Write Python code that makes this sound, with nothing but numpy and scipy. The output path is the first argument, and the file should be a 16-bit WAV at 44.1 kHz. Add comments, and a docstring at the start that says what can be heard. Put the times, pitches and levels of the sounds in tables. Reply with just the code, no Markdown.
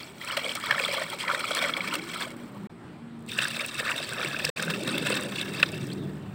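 """Outdoors at a plastic tub of water: two streams of fine sand fall in, one after the other, heard close up.
The sand drags air under: bubbles of all sizes ring in clumps, and modes of the air in the tub colour them.
Plops, gushes and ticks of spray stand out as single events built from ringing bubbles and noise bursts.
Distant traffic drones behind over open air, as coloured noise and wavering tones; a bird whistles once, a sine.
The image is nearly mono, and the sound drops out twice for a moment."""
import sys
import numpy as np
from scipy import signal
from scipy.io import wavfile
from scipy.ndimage import uniform_filter1d

SR = 44100
rng = np.random.default_rng(int(sys.argv[2]) if len(sys.argv) > 2 else 0)


def generate_wav(sig):
    """Save sig (samples, or channels by samples) to the path in sys.argv[1] as 16-bit PCM at SR."""
    pcm = np.round(np.clip(np.atleast_2d(sig).T, -1, 1) * 32767).astype(np.int16)
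    wavfile.write(sys.argv[1], SR, pcm)


N = 279594
T = np.arange(N) / SR

# moments of silence: from_s, to_s
GAPS = [(2.6722, 2.6945), (4.501, 4.5598)]


def gain_of(db):
    """Decibels to an amplitude factor."""
    return 10 ** (np.asarray(db) / 20)


def evened(x):
    """Scales a sound to rms 1."""
    return x / np.sqrt(np.mean(x ** 2) + 1e-20)


def read(points, hz):
    """Reads a spectrum at hz, with straight lines on a log-frequency axis."""
    point_hz, value = np.transpose(points)
    return np.interp(np.log(hz + 1), np.log(point_hz + 1), value)


def coloured(x, taps):
    """Passes a sound through a filter."""
    return signal.oaconvolve(x, taps)[:len(x)]


def taps_of(shape_db):
    """Causal filter with the gain shape_db(hz): minimum phase from the log gain."""
    hz = np.fft.rfftfreq(4096, 1 / SR)
    half = np.log(gain_of(np.maximum(shape_db(hz), -100)))
    full = np.concatenate([half, half[-2:0:-1]])
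    return np.fft.ifft(np.exp(np.conj(signal.hilbert(full)))).real[:2048]


def drift(hz, count):
    """Random wander of rms 1: noise smoothed below hz."""
    sos = signal.butter(2, hz, fs=SR, output="sos")
    return evened(signal.sosfilt(sos, rng.standard_normal(count)))


def patchy(points, patch_db, frames_wide, bins_wide):
    """Noise of a given colour whose level drifts in patches of time and pitch."""
    hz = np.fft.rfftfreq(2048, 1 / SR)
    real, imaginary, patches = rng.standard_normal((N // 512 + 5, len(hz), 3)).T
    patches = uniform_filter1d(patches, bins_wide, 0)
    patches = evened(uniform_filter1d(patches, frames_wide, 1))
    level_db = read(points, hz)[:, None] + patch_db * patches
    spectrum = (real + 1j * imaginary) * gain_of(level_db)
    return evened(signal.istft(spectrum, nperseg=2048, noverlap=1536)[1][:N])


def tone(hz, db):
    """A sine of moving pitch and rms level, its phase summed from the pitch."""
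    return gain_of(db) * np.sqrt(2) * np.sin(2 * np.pi * np.cumsum(hz) / SR)


def add(mix, s, sound, db):
    """Adds a short sound at time s with the given peak."""
    part = mix[round(s * SR):][:len(sound)]
    part += gain_of(db) * sound[:len(part)] / abs(sound).max()


def within(events, start_s, end_s):
    """The events that begin while a stream lasts."""
    return [event for event in events if start_s <= event[0] < end_s]


def open_air():
    """The air around the tub: soft coloured noise, uneven in time and pitch."""
    # spectrum: pitch_hz, level_db (per Hz)
    air_colour = [(350, -17.5), (600, -10), (1200, -12.5), (2900, -22), (4200, -27), (6500, -40),
                  (8200, -30.5), (10000, -43), (12500, -47), (15500, -44)]
    # level over time: time_s, level_db
    air_level = [(0, -53), (2.67, -52.5), (2.75, -55.5), (2.86, -51.5), (3.05, -54.5), (6.34, -51.5)]
    noise = patchy(air_colour, 1.6, frames_wide=5, bins_wide=20)
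    return gain_of(np.interp(T, *np.transpose(air_level))) * noise


def traffic():
    """A low noise drone with two wavering tones standing out, over a slowly growing rumble."""
    # drone and engine tone: time_s, drone_db, tone_hz, tone_db
    passing = [(0.0, -51.5, 246, -64), (0.5, -48.5, 246.8, -51.5), (0.8, -47.5, 246, -58),
               (0.95, -48, 245, -63), (1.35, -47, 247.7, -59.5), (1.78, -44, 252, -52),
               (2.05, -43.5, 243, -50.5), (2.3, -47, 238, -50), (2.46, -42.5, 237, -45),
               (2.48, -47, 202.5, -49.5), (2.67, -41.5, 200, -39), (2.7, -48.5, 235, -53),
               (2.98, -49, 232.5, -59.5), (3.05, -49, 232.3, -44), (3.3, -46, 232, -46.5),
               (3.42, -47.5, 225, -52), (3.55, -47.5, 231, -46.5), (3.7, -49, 231.5, -54.5),
               (4.1, -44.5, 230, -53), (4.29, -43, 226.5, -54), (4.56, -45, 215, -59),
               (4.71, -35.5, 203.5, -42.5), (4.95, -36, 208.8, -43.5), (5.3, -38.5, 200.1, -43.5),
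               (5.8, -38, 197, -51), (6.03, -36.5, 196.7, -45), (6.34, -46.5, 193, -45.5)]
    # lower engine tone that roams in pitch: time_s, tone_hz, over_drone_db
    low_tone = [(0, 163.4, -14), (2.67, 170.6, -10), (2.9, 159.4, -3.5), (4.0, 143.4, -11),
                (4.3, 140.1, -6.5), (4.7, 166, -3), (5.1, 165.1, -14), (5.9, 140.7, -2.5),
                (6.34, 149.4, -2.5)]
    # drone spectrum: pitch_hz, level_db (per Hz)
    drone_colour = [(59, -49), (100, -34), (128, -6.5), (194, -2), (243, -5), (350, -3.5), (404, -6),
                    (520, -22), (1000, -36), (1300, -43), (2200, -120)]
    # rumble spectrum: pitch_hz, level_db (per Hz)
    rumble_colour = [(15, -62), (25, -48), (45, -35), (70, 9.5), (100, 10), (130, 19), (200, -62)]
    # rumble over time: time_s, level_db
    rumble_level = [(0, -58.5), (3.8, -53.5), (4.6, -52.5), (6.34, -44.5)]

    s, *curves = np.transpose(passing)
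    drone_db, high_hz, high_db = (np.interp(T, s, curve) for curve in curves)
    s, *curves = np.transpose(low_tone)
    low_hz, low_over_db = (np.interp(T, s, curve) for curve in curves)
    low_hz = low_hz * (1 + 0.05 * drift(2.93, N))

    out = gain_of(drone_db) * patchy(drone_colour, 2.4, frames_wide=11, bins_wide=2)
    rumble_db = np.interp(T, *np.transpose(rumble_level))
    out += gain_of(rumble_db) * patchy(rumble_colour, 2.4, frames_wide=14, bins_wide=2)
    for hz, db, flutter_db in ((low_hz, drone_db + low_over_db, 3.5), (high_hz, high_db, 2.2)):
        waver = hz * (1 + 0.007 * drift(10, N))
        out += tone(waver, db + flutter_db * drift(22.4, N))
    return out


def bird():
    """A far bird's falling whistle: a sine whose pitch flutters quickly at random."""
    # time_s, pitch_hz, level_db
    whistle = [(5.955, 3900, -75), (5.981, 3800, -59), (6.03, 3560, -56), (6.075, 3350, -66)]
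    s, hz, db = np.transpose(whistle)
    pitch = np.interp(T, s, hz) * (1 + 0.045 * drift(250, N))
    return tone(pitch, np.interp(T, s, db, -120, -120))


def puff(hz, width_hz, seconds):
    """A short spindle of noise around hz: many grains breaking the surface at once."""
    t = np.arange(int(3 * seconds * SR) + 8) / SR
    edges = np.clip([hz - width_hz / 2, hz + width_hz / 2], 100, 20000)
    sos = signal.butter(2, edges, "band", fs=SR, output="sos")
    envelope = t / seconds * np.exp(-2.4 * t / seconds)
    return signal.sosfilt(sos, rng.standard_normal(len(t))) * envelope


def bubble(hz, cycles, glide, rise):
    """A bubble swells over about `rise` cycles, dies 60 dB over `cycles` and climbs in pitch by `glide`."""
    turns = np.arange(int(cycles / hz * SR) + 8) * hz / SR
    swell = (1 - np.exp(-turns / rise)) ** 2
    ring = np.sin(2 * np.pi * turns * (1 + glide * turns / cycles))
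    return gain_of(-60 * turns / cycles) * swell * ring


def ticks(out, start_s, end_s, bright_ring):
    """Fine spray bursting at the surface: tiny bright puffs of noise coloured by the tub."""
    # start_s, peak_db
    spray_bursts = [(0.2468, -29), (0.372, -30), (0.552, -21), (0.6, -30), (0.6604, -28), (0.799, -32),
                    (0.8555, -26.5), (0.879, -29), (0.924, -27.5), (1.1, -27), (1.349, -28), (1.508, -27),
                    (1.549, -14.5), (1.625, -23), (1.6576, -30), (1.6846, -32), (1.8667, -34), (1.938, -25),
                    (1.9534, -24), (2.206, -26), (2.3046, -37), (2.318, -42), (2.366, -43), (2.48, -50),
                    (2.548, -50), (2.635, -50), (3.192, -51), (3.206, -52), (3.224, -51), (3.263, -43),
                    (3.3169, -29), (3.3413, -33), (3.388, -37), (3.4203, -26), (3.445, -23.5), (3.482, -23),
                    (3.5344, -33), (3.5665, -31), (3.5912, -27), (3.662, -25), (3.743, -26), (3.799, -23),
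                    (3.911, -27), (3.9616, -30), (4.0903, -25), (4.1335, -25), (4.2462, -25.5),
                    (4.2857, -32), (4.389, -28), (4.4393, -33), (4.45, -19), (4.4914, -25), (4.5875, -31),
                    (4.625, -18.5), (4.6493, -29), (4.7042, -33), (4.8344, -28), (4.876, -24.5),
                    (4.981, -25), (5.07, -20.5), (5.1, -23), (5.153, -23), (5.2096, -25), (5.234, -26.5),
                    (5.413, -28), (5.488, -38), (5.6274, -24), (5.718, -34), (5.779, -39), (5.811, -39),
                    (5.869, -35), (5.933, -32)]
    for s, db in within(spray_bursts, start_s, end_s):
        burst = puff(9000 * 2 ** rng.uniform(-0.38, 0.39), 9000, 0.0023)
        add(out, s, np.convolve(burst, bright_ring[:300]), db)


def gushes(out, start_s, end_s, ring):
    """Wide splashes: noise that swells and fades, coloured by the tub."""
    # middle_s, peak_db, length_s
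    wide_splashes = [(0.284, -26.5, 0.03), (0.322, -24.5, 0.025), (0.373, -16, .018), (0.493, -32, 0.021),
                     (0.557, -21.5, .012), (0.64, -28, 0.019), (0.711, -20, 0.014), (0.793, -25.5, 0.032),
                     (0.883, -23, .015), (0.94, -21, 0.043), (0.979, -27, 0.023), (1.025, -34, 0.035),
                     (1.134, -34, 0.02), (1.331, -29, 0.038), (1.444, -29, 0.028), (1.517, -24, .016),
                     (1.571, -20.5, 0.036), (1.625, -24, 0.029), (1.66, -31, .025), (1.701, -24.5, 0.018),
                     (1.773, -21, 0.026), (1.84, -28, 0.024), (1.881, -23.5, 0.031), (1.943, -18, 0.016),
                     (1.956, -25, .012), (2.143, -28, 0.029), (2.22, -25, 0.056), (3.39, -21.5, .018),
                     (3.435, -30, 0.017), (3.483, -27, 0.032), (3.566, -24, .015), (3.609, -25.5, 0.027),
                     (3.65, -27, 0.027), (3.797, -22.5, 0.035), (3.901, -27, 0.03), (3.976, -35, .02),
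                     (4.106, -32, 0.028), (4.244, -28, 0.045), (4.396, -25.5, 0.027), (4.448, -19.5, 0.023),
                     (4.492, -24.5, .018), (4.601, -22, .02), (4.633, -24, 0.017), (4.706, -20, 0.027),
                     (4.746, -24.5, 0.031), (4.879, -21, .012), (4.948, -35, .015), (4.98, -21, .012),
                     (5.066, -21, .025), (5.104, -24, 0.018), (5.172, -18.5, .025), (5.416, -27, 0.02),
                     (5.602, -22.5, .02), (5.631, -15, .009)]
    for s, db, length in within(wide_splashes, start_s, end_s):
        window = np.hanning(round(length * SR))
        grains = rng.standard_normal(len(window)) * window
        add(out, s - length / 2, np.convolve(grains, ring[:600]), db)


def risers(out, start_s, end_s):
    """Late bubbles nearing the surface, their pitch climbing steeply."""
    # start_s, peak_db, starting_hz
    late_bubbles = [(2.549, -47, 946), (2.558, -44, 760), (2.625, -48, 820), (2.655, -52, 1610)]
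    for s, db, hz in within(late_bubbles, start_s, end_s):
        add(out, s, bubble(hz, cycles=60, glide=0.7, rise=3), db)


def plops(out, start_s, end_s, ring):
    """Lumps of sand plunging, each with one large ringing bubble and a splash of noise."""
    # time_s, peak_db (of the bubble), bubble_hz
    lumps = [(0.032, -32.5, 4480), (0.2144, -30.5, 1970), (0.2753, -28, 2530), (0.301, -27, 1300),
             (0.310, -23, 2900), (0.3695, -21.5, 2880), (0.377, -27.5, 646), (0.444, -23, 3100),
             (0.450, -27.5, 590), (0.463, -22.5, 2290), (0.493, -22, 3100), (0.5177, -25, 3110),
             (0.574, -27.5, 1290), (0.638, -27.5, 1190), (0.6688, -27, 3680), (0.709, -11.5, 1740),
             (0.7237, -18.5, 1620), (0.746, -23, 1310), (0.759, -26, 2120), (0.781, -18.5, 1770),
             (0.7969, -15.5, 2440), (0.804, -25, 540), (0.838, -21, 2260), (0.8492, -16.5, 3420),
             (0.861, -24, 1290), (0.882, -21.5, 2200), (0.887, -28, 560), (0.917, -23.5, 2320),
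             (0.9416, -28, 920), (0.949, -22, 3340), (0.9727, -25, 3250), (0.9814, -24.5, 1170),
             (0.983, -29.5, 573), (1.016, -25, 586), (1.1, -28.5, 3270), (1.13, -27.5, 880),
             (1.2213, -30, 2350), (1.2388, -27.5, 1000), (1.2501, -27, 2140), (1.28, -20, 2280),
             (1.2997, -18.5, 1380), (1.3122, -19.5, 1330), (1.335, -33, 600), (1.3488, -24, 3650),
             (1.3954, -26.5, 2310), (1.441, -21, 1290), (1.4522, -24, 2400), (1.4863, -30, 3280),
             (1.508, -24.5, 1350), (1.511, -22.5, 574), (1.516, -22.5, 3230), (1.569, -23, 1710),
             (1.579, -27, 1730), (1.5907, -20.5, 3560), (1.623, -21, 2270), (1.626, -25, 650),
             (1.6477, -17, 2170), (1.694, -20.5, 1335), (1.7376, -18, 3320), (1.767, -19, 2230),
             (1.8063, -19, 2250), (1.8415, -28.5, 1150), (1.876, -24, 2320), (1.9111, -27, 2690),
             (1.9396, -27, 1194), (1.939, -26, 2950), (1.954, -23, 2670), (1.9957, -29, 2230),
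             (2.136, -29, 2100), (2.16, -25.5, 1310), (2.211, -27.5, 1690), (2.222, -24, 3560),
             (2.27, -32, 606), (3.317, -26, 3570), (3.3878, -20.5, 1640), (3.388, -14.5, 2710),
             (3.432, -24, 1730), (3.453, -17, 1645), (3.5413, -33, 2640), (3.5658, -32, 1460),
             (3.5957, -20.5, 2250), (3.6068, -24.5, 2460), (3.6464, -21, 2590), (3.7527, -30, 2610),
             (3.799, -23, 1760), (3.804, -31, 536), (3.8624, -27, 1230), (3.8713, -22, 1700),
             (3.892, -20.5, 2310), (3.917, -19, 2690), (3.9614, -27, 2740), (4.002, -30, 604),
             (4.0264, -31, 3770), (4.0991, -30, 3630), (4.1255, -27, 1560), (4.1333, -32, 2640),
             (4.1836, -30, 2570), (4.1969, -26.5, 1290), (4.2143, -24, 2320), (4.229, -23, 1390),
             (4.247, -21, 2260), (4.246, -28, 356), (4.26, -22.5, 2670), (4.3126, -27.5, 2600),
             (4.3453, -22, 1540), (4.365, -24, 2550), (4.3954, -22, 2610), (4.402, -25, 1720),
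             (4.447, -20, 2660), (4.4507, -15.5, 5040), (4.467, -24.5, 1730), (4.4896, -27, 484),
             (4.572, -24, 2440), (4.5967, -23, 1600), (4.6299, -30, 2530), (4.68, -22, 1530),
             (4.7021, -29, 3420), (4.7378, -22, 2600), (4.8221, -35, 2620), (4.8753, -27, 3720),
             (4.891, -24, 3720), (4.9428, -25.5, 2600), (4.964, -29, 2670), (4.981, -20.5, 3470),
             (5.064, -26, 2650), (5.071, -22.5, 2670), (5.084, -26, 2630), (5.103, -21.5, 514),
             (5.126, -26, 530), (5.1276, -19, 2630), (5.173, -29, 1750), (5.226, -34, 2620),
             (5.359, -27, 2670), (5.413, -20, 3674), (5.6, -25.5, 1636), (5.6296, -16, 1850),
             (5.6285, -9, 2650), (5.74, -32, 2720), (5.903, -35.5, 3147), (5.919, -33, 4090),
             (5.929, -32.5, 4370)]
    rise_s = 0.0014
    for s, db, hz in within(lumps, start_s, end_s):
        cycles = 23.5 + 5.5 * np.log2(hz / 2000)  # smaller bubbles ring more cycles
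        drop = bubble(hz, cycles, glide=0.021, rise=max(rise_s * hz, 1))
        add(out, s - rise_s / 2, drop, db)
        splash = np.convolve(puff(max(hz, 2300), 2800, 0.005), ring[:600])
        # 9 dB under a -23.5 dB bubble; harder plops splash more
        add(out, s, splash, db - 9 + 0.63 * (db + 23.5))


def swarm(lo_hz, hi_hz, per_s, cycles, spread_db, clumps, count):
    """Bubbles and puffs of many sizes at random moments, a few louder, riding the clumps of sand."""
    n = len(clumps)
    loudness = gain_of(spread_db * np.minimum(rng.exponential(1, n), 3.2))
    size = loudness * (rng.random(n) < per_s / SR) * clumps
    kind, out = rng.integers(0, count, n), np.zeros(n)
    for k, hz in enumerate(np.geomspace(lo_hz, hi_hz, count)):
        if k % 4 == 0:
            grain = puff(hz, 0.5 * hz, 0.0028)
        else:
            grain = bubble(hz, cycles, glide=0.076, rise=0.94)
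        at = np.flatnonzero((kind == k) & (size > 0))
        rings = size[at, None] * grain * np.sqrt(hz / np.sum(grain ** 2))
        places = at[:, None] + np.arange(len(grain))
        out += np.bincount(places.ravel(), rings.ravel(), n)[:n]
    return evened(out)


def stream(rows, modes):
    """Five sizes of bubbling and spray share the clumps of falling sand and the tub's colour; events join them."""
    # colour of the splash without the tub: pitch_hz, level_db (per Hz)
    splash_colour = [(300, -35), (450, -3), (800, -7.5), (1300, -3.5), (2500, -4), (4500, -11.5),
                     (6500, -23.5), (8200, -9), (10000, -22), (12500, -28), (15500, -14)]
    # each size: (level at full flow dB, share of the flow it follows, share of the depth it follows)
    sizes = {"gurgle": (-45, 0.88, 0.12), "plunge": (-37.5, 1, 1), "splash": (-37.5, 1, 0.04),
             "fizz": (-47.5, 0.78, 0.017), "mist": (-56.5, 0.58, 0)}
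    full_flow_db = -36
    slosh = 0.016  # share by which the rocking surface shifts the tub's modes

    s, flow_db, depth_db, pockets_db = np.transpose(rows)
    a, b = round(s[0] * SR), min(round(s[-1] * SR), N)
    count = b - a
    flow_db = np.interp(T[a:b], s, flow_db - full_flow_db)
    depth_db = np.interp(T[a:b], s, depth_db)
    pockets_db = np.interp(T[a:b], s, pockets_db)
    clumps_db = 2.48 * drift(28, count) + 1.42 * drift(48, count)
    spray = rng.standard_normal(count)  # grains too small and many to tell apart

    def tub(hz, shift=1):
        """Each mode lifts, or notch cuts, a bell around its pitch."""
        bells = (db / (1 + (2 * (hz - f * shift) / width) ** 2) for f, width, db in modes)
        return read(splash_colour, hz) + sum(bells)

    low = taps_of(lambda hz: tub(hz, 1 - slosh))
    high = taps_of(lambda hz: tub(hz, 1 + slosh))
    ring = taps_of(tub)
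    bright_ring = taps_of(lambda hz: tub(hz) - 14 / (1 + (hz / 5800) ** 8))
    rock = 0.5 + 0.5 * np.tanh(drift(6.3, count))

    def level(size):
        """Gain of one size as flow and depth change."""
        db, by_flow, by_depth = sizes[size]
        return gain_of(db + by_flow * flow_db + by_depth * depth_db)

    def layer(lo_hz, hi_hz, per_s, cycles, spread_db, spray_db, clumping):
        """One size band of bubbles and spray, rocking between the two tub colours."""
        own_db = 0.85 * drift(25, count)  # each size also bunches by itself
        clumps = gain_of(clumping * clumps_db + own_db)
        grains = swarm(lo_hz, hi_hz, per_s, cycles, spread_db, clumps, count=24)
        sound = grains + gain_of(spray_db) * evened(clumps * spray)
        rocked = coloured(sound * rock, high) + coloured(sound * (1 - rock), low)
        edges = signal.butter(3, [lo_hz, hi_hz], "band", fs=SR, output="sos")
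        return evened(signal.sosfilt(edges, rocked))

    out = np.zeros(N)
    out[a:b] = level("gurgle") * gain_of(pockets_db) * layer(398, 915, 300, 24.8, 2.4, 2.3, 0.37)
    out[a:b] += level("plunge") * layer(877, 1997, 600, 45, 2.7, -1.7, 0.68)
    out[a:b] += level("splash") * layer(2017, 5690, 1100, 53, 3.1, -3, 0.9)
    out[a:b] += level("fizz") * layer(5550, 11480, 1600, 72, 4.7, -1.2, 0.91)
    out[a:b] += level("mist") * layer(11300, 15500, 1500, 45, 3.8, 2.5, 0.55)
    plops(out, s[0], s[-1], ring)
    risers(out, s[0], s[-1])
    gushes(out, s[0], s[-1], ring)
    ticks(out, s[0], s[-1], bright_ring)
    return out


def scene():
    """All sources in the middle; between the two dropouts the treble is a little wider."""
    # sand arriving, one table a stream: time_s, flow_db, depth_db (large bubbles over small),
    # pockets_db (extra gurgle of the largest air pockets)
    streams = [
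        [(0.0, -39, -8.5, -6), (0.14, -54.5, -9, 1), (0.21, -45, -4, -9), (0.29, -36, 0.5, -7),
         (0.355, -37, 2, 2), (0.39, -37, -1, 5), (0.5, -35.5, -7.5, 4.5), (0.61, -43.5, 0, -25),
         (0.64, -36.5, -5, -18), (0.7, -38.5, 9, 8.5), (0.84, -33.5, -6, 1.5), (1.03, -34, -0.5, 7.5),
         (1.055, -45, 0, -2), (1.14, -35, -3, 1), (1.17, -48.5, -3, 8), (1.2, -34, -11, -13),
         (1.29, -38, 10, 8), (1.42, -36, -4.5, 2), (1.48, -36, -4.5, -1), (1.63, -29.5, 0, -0.5),
         (1.7, -36.5, 0.5, 6), (1.75, -45.5, 7.5, 7.5), (1.8, -41.5, 2.5, 9.5), (1.83, -39, 2.5, -11),
         (1.9, -38, 1.5, -9), (1.955, -32, 1, -10), (1.98, -43, -1.5, 3.5), (2.12, -37.5, -7, -9.5),
         (2.22, -39, 1.5, 1), (2.28, -43.5, 0.5, 1), (2.34, -54, 3, 9), (2.5, -61.5, 3, 8), (2.67, -64, 4, 11)],
        [(3.15, -93, 8, 0), (3.26, -77, 0, 4), (3.29, -38.5, -14, -21), (3.4, -30.5, 1, -10),
         (3.5, -35.5, -7, -7), (3.64, -34, -3.5, -2), (3.68, -37.5, -8, -0.5), (3.73, -43, -1, -2),
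         (3.77, -38, -5, -13), (3.8, -37, -3, -4), (3.9, -35.5, 5.5, 1.5), (4.0, -36, -8, 2.5),
         (4.06, -38, -5, -6), (4.19, -35.5, 1, 4), (4.43, -37.5, -5, 0), (4.5, -34, -1.5, -1),
         (4.75, -37, -1.5, 2), (4.775, -40.5, -6, 7), (4.82, -38.5, -7.5, 2), (4.9, -34, -1.5, 0.5),
         (4.99, -37.5, -6.5, 5), (5.09, -31, -4, -2), (5.21, -36.5, 1.5, 2), (5.28, -41.5, -4, 7.5),
         (5.41, -33.5, -6, -5), (5.47, -43, -2.5, 1), (5.54, -36.5, -5.5, -1), (5.61, -35.5, -2, -10),
         (5.66, -42, -4, 2.5), (5.94, -48.5, -3, 0), (6.0, -60, 4, 11), (6.34, -65.5, 3.5, 8)],
    ]
    # air modes of the tub above the water, before and after it has risen: mode_hz, width_hz, lift_db
    tub_modes = [
        [(574, 83, 9), (1310, 810, 3.5), (2250, 210, 10), (3280, 280, 9.5), (4180, 280, 8.5), (5330, 1600, 8.5)],
        [(567, 200, 9.5), (1150, 250, 1.5), (1810, 810, 6.5), (2650, 200, 10), (3630, 460, 9),
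         (5270, 2000, 9.5)],
    ]
    # notches where the water surface's reflection cancels the direct sound,
    # before and after the rise: notch_hz, width_hz, lift_db (negative)
    notches = [
        [(1620, 130, -7)],
        [(1967, 62, -10.5), (2900, 110, -3)],
    ]
    # width of the treble: pitch_hz, side_over_mid_db
    width_colour = [(3500, -80), (5000, -50), (6500, -14), (8000, -35), (9500, -19), (11500, -1),
                    (14000, -7), (15500, -20)]

    mid = open_air() + traffic() + bird()
    for rows, modes, dips in zip(streams, tub_modes, notches):
        mid += stream(rows, modes + dips)
    between = (T > GAPS[0][1]) & (T < GAPS[1][0])
    scattered = mid * between * drift(270, N)
    side = coloured(scattered, taps_of(lambda hz: read(width_colour, hz)))
    return np.array([mid + side, mid - side])


def record(dry):
    """Two dropouts with a quick fade-out and a short fade-in, then the band limit."""
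    fade_out_s, fade_in_s, edge_hz = 0.0008, 0.0051, 15950
    on = np.ones(N)
    for start_s, end_s in GAPS:
        falling = np.clip((start_s - T) / fade_out_s, 0, 1)
        rising = np.clip((T - end_s) / fade_in_s, 0, 1)
        on *= np.where(T < start_s, falling, rising)
    low_pass = signal.firwin(511, edge_hz, window=("kaiser", 9), fs=SR)
    return signal.oaconvolve(dry * on, low_pass[None], "same")


dry = scene()
out = record(dry)
generate_wav(out)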